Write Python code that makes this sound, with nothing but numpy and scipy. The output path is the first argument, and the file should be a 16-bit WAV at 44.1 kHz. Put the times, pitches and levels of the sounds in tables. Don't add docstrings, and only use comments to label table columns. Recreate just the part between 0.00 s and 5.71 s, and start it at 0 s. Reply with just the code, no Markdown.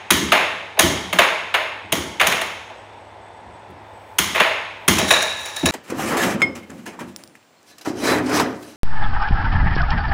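import sys
import numpy as np
from scipy import signal
from scipy.fft import rfft, irfft
from scipy.io import wavfile

SR = 44100
rng = np.random.default_rng(int(sys.argv[2]) if len(sys.argv) > 2 else 0)


def bounce(signal):
    frames = np.transpose(np.atleast_2d(signal))
    limited = np.clip(frames, -1, 1)
    pcm = np.round(limited * 32767).astype(np.int16)
    wavfile.write(sys.argv[1], SR, pcm)


def magnitude_from_level(level_db):
    exponent = np.asarray(level_db, float) / 20
    return 10 ** exponent


N = 251804
LEAD = SR // 2
PLACES = 3
SILENT_DB = -120

# start in seconds, clack level in dB,
# hollow tone and bending ring, both in dB relative to the clack.
MALLET_HITS = [
    (0.1045, -1.5, -17.5, -9),
    (0.7908, 0, -6.5, -10.5),
    (1.9214, -8.5, -7, -17),
    (2.2674, -7.5, -31.5, -27.5),
    (4.1844, -4, -19.5, -43),
    (4.8792, -1, -14, -23),
]
MALLET_CRACK_DB, MALLET_ROOM_DB = -2.5, -1.5
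# start in seconds, clack level in dB, # crack in dB relative to the clack, distance as room
# share in dB.
RAIL_HITS = [(0.3192, 2, -18.5, 1.55), (1.1278, -8.5, -11.5, -1), (1.1866, 3.5, -17, -0.16),
             (1.5403, -4, -21.5, -1.3), (1.5462, -4.5, -22, -2.5), (2.1975, -4, -18, 2.5),
             (2.2105, -2, -14.5, -1.5), (2.3199, -6.5, -15.5, -1.5), (2.4128, -12, -10, -2.5),
             (4.3472, -10, -18.5, 7.5), (4.4002, 1, -21.5, 0.2)]
EARLIER_RAIL_HIT = (2.5, -13, 2.5)
EARLIER_AGO_S = 0.42
RAIL_TONE_DB, RAIL_RING_DB = -8.5, -32.5
# start in seconds, clack level in dB,
# crack and bending ring, both in dB relative to the clack, room share in dB.
EDGE_HITS = [
    (4.983, -10, -3.5, -9, 1.5),
    (5.0859, -20.5, -2, 0, 1),
    (5.1059, -0.7, -10, -3, -1.2),
    (5.1628, -13, -24, -2.1, -12),
    (5.2218, -15, -2, -23, -2),
    (5.4533, -25.5, -1, -6, 4.5),
    (5.5618, -22.5, 0.3, -1, 0),
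    (5.6561, -9, -2.5, -3, 0.5),
]
EDGE_TONE_DB = -5.5
# start in seconds, clack level in dB.
TAPS = [
    (0.7714, -24),
    (2.6994, -35),
    (2.9693, -58.5),
    (5.008, -23),
    (5.6285, -23),
]
TAP_TONE_DB, TAP_RING_DB, TAP_CRACK_DB = 8, -29, -28
# start in seconds, knock of the top in dB,
# boom of the box in dB relative to the knock.
THUDS = [(0.107, -9, -19.5), (0.165, -18, -16.5), (0.22, -13, -20), (0.322, -20, -30), (0.661, -52, -9),
         (0.794, -20, -15), (0.831, -6.5, -17.5), (1.127, -17.5, -29), (1.2, -25.5, -39), (1.542, -41, -28),
         (1.839, -37, -4), (1.921, -15.5, -17), (1.97, -18, -17), (2.208, -30.5, -8.5), (2.273, -18, -22),
         (2.421, -38, -9), (3.454, -40.5, -3.5), (3.495, -43, -3), (3.687, -33, -11), (4.189, -19, -14.5),
         (4.26, -23, -21), (4.397, -25, -33), (4.88, -5.5, -17.5), (4.96, -15, -14), (5.015, -16.5, -30),
         (5.108, -28, -36), (5.629, -9, -16.5), (5.659, -12, -22)]
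THUD_ROOM_DB = 23
# end in seconds, swell in seconds,
# hiss at the end in dB, dying in seconds.
SWEEPS = [
    (3.707, .017, -58, .018),
    (4.18, 0.42, -61.5, .07),
    (4.87, 0.16, -62, .08),
]
SWELL_DB, DYING_DB = 19, 23

WOBBLE_FROM_S, WOBBLE_RISE_S, WOBBLE_DB, WOBBLE_FADE_DB_PER_S = 4.95, 0.1, -38, 8
CHATTER_S, CHATTER_RISE_S, CHATTER_DB, CHATTER_FADE_DB = 5.12, 0.045, -23.5, 123
WOBBLE_UNEVEN_DB = 4

# resonance in Hz, width in Hz, level in dB.
CLACK = [(1000, 295, -1.5), (1725, 457, -2), (2090, 357, 0), (2627, 484, -2.5), (3600, 645, -9)]
# resonance in Hz, width in Hz, level in dB.
HOLLOW_RAIL = [(351.6, 97, -6.5), (463, 136, -2), (640.5, 88, 4.5), (873, 91, -1.5)]
# resonance in Hz, width in Hz, level in dB.
PUCK_BENDING = [(1712, 80, -7), (3815, 90, 0)]
# resonance in Hz, width in Hz, level in dB.
PUCK_HIGH = [(3257, 390, 2.5), (5620, 250, 0.5), (6485, 130, 2.5), (7300, 200, 0), (9560, 400, -1.5),
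             (10600, 60, -15.5), (13030, 200, -3), (15400, 470, -6.5)]
# resonance in Hz, width in Hz, level in dB.
RIM_HIGH = [(5700, 350, -6), (6470, 90, 0), (7000, 250, -5), (9550, 300, -5), (10700, 220, -6),
            (13300, 250, -14), (14900, 500, -13)]
EDGE_DULL_HZ, EDGE_RIM_DB = 4700, 12
FIRST_TOUCH_DB = 8.5
# resonance in Hz, width in Hz, level in dB.
TABLE_TOP = [(170, 41.4, 1), (198, 42.7, 2.5), (237, 47.5, -2), (349, 114, -3.5)]
# resonance in Hz, width in Hz, level in dB.
BOX = [(63, 16, -1.5), (82.4, 28.6, -0.92)]

# frequency in Hz, time to fall 60 dB in seconds.
ROOM_T60 = [(60, 0.85), (200, 0.65), (500, 0.76), (1000, 0.73), (2000, 0.85), (4000, 0.81), (8000, 0.59),
            (16000, 0.28)]
# frequency in Hz, level in dB.
ROOM_COLOUR = [(60, -12.5), (200, 2.5), (600, 0), (2000, 1.5), (5000, -1), (10000, -6), (16000, -2)]
ROOM_DB = 0.5
LATE_DB, LATE_STRETCH = -16.5, 1.97

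# frequency in Hz, level in dB per Hz.
BLOWER_AIR = [(20, -32), (45, -15), (85, -7), (112, -14), (135, -17.5), (280, -12), (363, -10.5),
              (624, -6.5), (960, -4.5), (1160, -14.5), (2160, -18), (6380, -39), (9000, -44.5),
              (16000, -62)]
# frequency in Hz, width in Hz, rms level in dB.
BLOWER_TONES = [(875, 89, -49.5), (1730, 207, -64), (3500, 270, -65.5), (5470, 230, -78.5),
                (6800, 150, -80.5), (8060, 170, -71), (9300, 150, -83)]
BLOWER_DB, BLOWER_UNEVEN_DB = -41.5, 2.5
HUM_HZ, HUM_DB = 102.7, -54
TOP_HZ = 15850


def blow_rows():
    rows = []
    for s, db, tone, ring in MALLET_HITS:
        rows.append((s, db, tone, ring, MALLET_CRACK_DB, SILENT_DB, MALLET_ROOM_DB))
    for s, db, crack, far in [(-EARLIER_AGO_S, *EARLIER_RAIL_HIT)] + list(RAIL_HITS):
        rows.append((s, db, RAIL_TONE_DB, RAIL_RING_DB, crack, SILENT_DB, far))
    for s, db, crack, ring, far in EDGE_HITS:
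        rows.append((s, db, EDGE_TONE_DB, ring, SILENT_DB, crack, far))
    for s, db in TAPS:
        rows.append((s, db, TAP_TONE_DB, TAP_RING_DB, TAP_CRACK_DB, SILENT_DB, 0))
    return sorted(rows)


def blows():
    s, db, low_db, ring_db, crack_db, rim_db, room_db = np.transpose(blow_rows())
    hit = strikes(s, db, room_db, 0.99, 0.0047, 0.007, to_room_db=22.0)
    clack = cut(body(hit, CLACK, 6.44), 936, "high", order=4)

    hollow_hit = strikes(s, db + low_db, room_db, 0.21, 0.0046, 0.013, to_room_db=22.0)
    hollow = body(hollow_hit, HOLLOW_RAIL, 11.36)

    bending_hit = strikes(s, db + ring_db, room_db, 0.26, 0.0045, 0.0044, to_room_db=19.0)
    ring = body(bending_hit, PUCK_BENDING, 21.7)

    contact = strikes(s, db + crack_db, room_db, 0.39, 0.0056, 0.0016, to_room_db=22.0)
    crack_noise = cut(cut(contact, 3900, "high"), 6500, "low", order=1)
    crack = magnitude_from_level(2.0) * crack_noise + body(contact, PUCK_HIGH, 6.6)

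    edge = strikes(s, db + rim_db, room_db, 0.47, 0.0065, 0.002, to_room_db=20.0)
    rim_noise = cut(cut(edge, 4200, "high"), EDGE_DULL_HZ, "low", order=1)
    rim = magnitude_from_level(-1.5) * rim_noise + body(edge, RIM_HIGH, EDGE_RIM_DB)
    return clack + hollow + ring + crack + rim


def strikes(s, level_db, room_db, start, rise_s, fall_s, to_room_db):
    t = np.arange(SR // 20) / SR
    rise = np.minimum(start + (1 - start) * (t / rise_s) ** 2, 1)
    shape = rise * np.exp(-np.maximum(t - rise_s, 0) / fall_s)
    out = np.full((1 + PLACES, N + LEAD), 1e-18)
    at = (s * SR).round().astype(int) + LEAD
    grains = rng.standard_normal((len(s), len(t)))
    grains[:, 0] = magnitude_from_level(FIRST_TOUCH_DB)
    for i, db, grain in zip(at, level_db, grains):
        out[0, i:i + len(t)] += (magnitude_from_level(db) * shape * grain)[:N + LEAD - i]
    out[1 + np.arange(len(s)) % PLACES, at] = magnitude_from_level(level_db + room_db + to_room_db)
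    return out


def body(bursts, modes, gain_db):
    out = 0
    for k, (hz, width, db) in enumerate(modes):
        out = out + (-1) ** k * magnitude_from_level(db) * resonate(bursts, hz, width)
    return magnitude_from_level(gain_db) * out


def thuds():
    s, db, boom_db = np.transpose(THUDS)
    knock_hit = strikes(s, db, 0, 0.86, 0.0068, 0.0099, to_room_db=THUD_ROOM_DB)
    boom_hit = strikes(s, db + boom_db, 0, 0.96, 0.012, 0.015, to_room_db=32.0)
    knock = body(knock_hit, TABLE_TOP, 17.05)
    boom = body(boom_hit, BOX, 30.6)
    return cut(knock + boom, 450, "low", order=4)


def wobble():
    ticks_per_s = 1500.0
    ticks = (rng.random(N + LEAD) < ticks_per_s / SR) * rng.standard_normal(N + LEAD) + 1e-18
    ringing = body(ticks, PUCK_BENDING, 3.2) + body(ticks, RIM_HIGH, -7)
    ringing = ringing + magnitude_from_level(-25.5) * cut(ticks, 9000, "low")
    steady = swell(WOBBLE_FROM_S + WOBBLE_RISE_S, WOBBLE_RISE_S, WOBBLE_DB, 7.5, 1, WOBBLE_FADE_DB_PER_S)
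    chatter = swell(CHATTER_S, CHATTER_RISE_S, CHATTER_DB, 20, 0.74, CHATTER_FADE_DB)
    uneven = magnitude_from_level(WOBBLE_UNEVEN_DB * flicker(13, N + LEAD))
    return level_in_time([steady, chatter]) * uneven * rms_one(ringing)


def sweeps():
    spans = [swell(s, rise_s, db, SWELL_DB, fall_s, DYING_DB) for s, rise_s, db, fall_s in SWEEPS]
    hiss = rms_one(cut(rng.standard_normal(N + LEAD), 8000, "high"))
    return level_in_time(spans) * hiss


def room():
    t = np.arange(SR) / SR
    white = rng.standard_normal((2, PLACES, SR))
    edges = 45 * 2 ** np.arange(0, 9, 0.5)
    out = 0
    for k, (low, high) in enumerate(zip(edges, edges[1:])):
        hz = np.sqrt(low * high)
        half_octave = signal.butter(2, [low, high], "band", fs=SR, output="sos")
        band = signal.sosfilt(half_octave, white[k % 2])
        fall_db = -60 * t / at_hz(ROOM_T60, hz)
        decay = np.hypot(magnitude_from_level(fall_db), magnitude_from_level(LATE_DB + fall_db / LATE_STRETCH))
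        out = out + band * magnitude_from_level(at_hz(ROOM_COLOUR, hz)) * decay
    clusters = rms_one(cut(cut(rng.standard_normal((PLACES, SR)), 110, "low"), 35, "high"))
    out = out * magnitude_from_level(2.23 * clusters * np.exp(-t / 0.059))
    build_up = np.clip((t - 0.004) / 0.0068, 0, 1)
    return magnitude_from_level(ROOM_DB) * build_up * out / np.sqrt(np.sum(out ** 2) / PLACES)


def blower():
    hz = np.maximum(np.fft.rfftfreq(N, 1 / SR), 1)
    spectrum = rfft(rng.standard_normal(N)) * magnitude_from_level(at_hz(BLOWER_AIR, hz))
    air = magnitude_from_level(BLOWER_DB) * rms_one(irfft(spectrum, N))
    for tone_hz, width, db in BLOWER_TONES:
        level = magnitude_from_level(db + BLOWER_UNEVEN_DB * flicker(3.8, N))
        tone = resonate(resonate(rng.standard_normal(N), tone_hz, width), tone_hz, width)
        air = air + level * rms_one(tone)
    hum = rms_one(np.sin(2 * np.pi * HUM_HZ * np.arange(N) / SR))
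    return air + magnitude_from_level(HUM_DB) * hum


def rms_one(x):
    return x / np.sqrt(np.mean(x ** 2) + 1e-20)


def at_hz(points, hz):
    table_hz, values = np.transpose(points)
    return np.interp(np.log(hz), np.log(table_hz), values)


def resonate(x, hz, width):
    r = np.exp(-np.pi * width / SR)
    feed = (1 - r * r) / 2 * np.array([1, 0, -1])
    return signal.lfilter(feed, [1, -2 * r * np.cos(2 * np.pi * hz / SR), r * r], x)


def cut(x, hz, kind, order=2):
    return signal.sosfilt(signal.butter(order, hz, kind, fs=SR, output="sos"), x)


def convolve(x, response):
    return signal.fftconvolve(x, response)[:len(x)]


def swell(top_s, rise_s, db, rise_db, fall_s, fall_db):
    return [(top_s - rise_s, db - rise_db), (top_s, db), (top_s + fall_s, db - fall_db)]


def level_in_time(spans):
    t = (np.arange(N + LEAD) - LEAD) / SR
    gain = 0
    for corners in spans:
        gain = gain + magnitude_from_level(np.interp(t, *np.transpose(corners), left=SILENT_DB, right=SILENT_DB))
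    return gain


def flicker(rate_hz, length):
    return rms_one(cut(rng.standard_normal(length + SR), rate_hz, "low")[SR:])


def scene():
    near, *far = blows() + thuds()
    rim, echoes = wobble(), room()
    wet = sum(convolve(x, response) for x, response in zip(far, echoes))
    wet = wet + convolve(rim, echoes[0])
    return (near + rim + sweeps() + wet)[None, LEAD:] + blower()


def band_limit(x):
    return signal.sosfilt(signal.butter(12, 16500, fs=SR, output="sos"), x)


def record(dry):
    x = dry / (1 + (np.abs(dry) / 1.05) ** 4) ** 0.25
    x = cut(x, 53.4, "high", order=4)
    x = signal.sosfilt(signal.ellip(8, 1, 28, TOP_HZ, fs=SR, output="sos"), x)
    return band_limit(x)


dry = scene()
out = record(dry)
bounce(out)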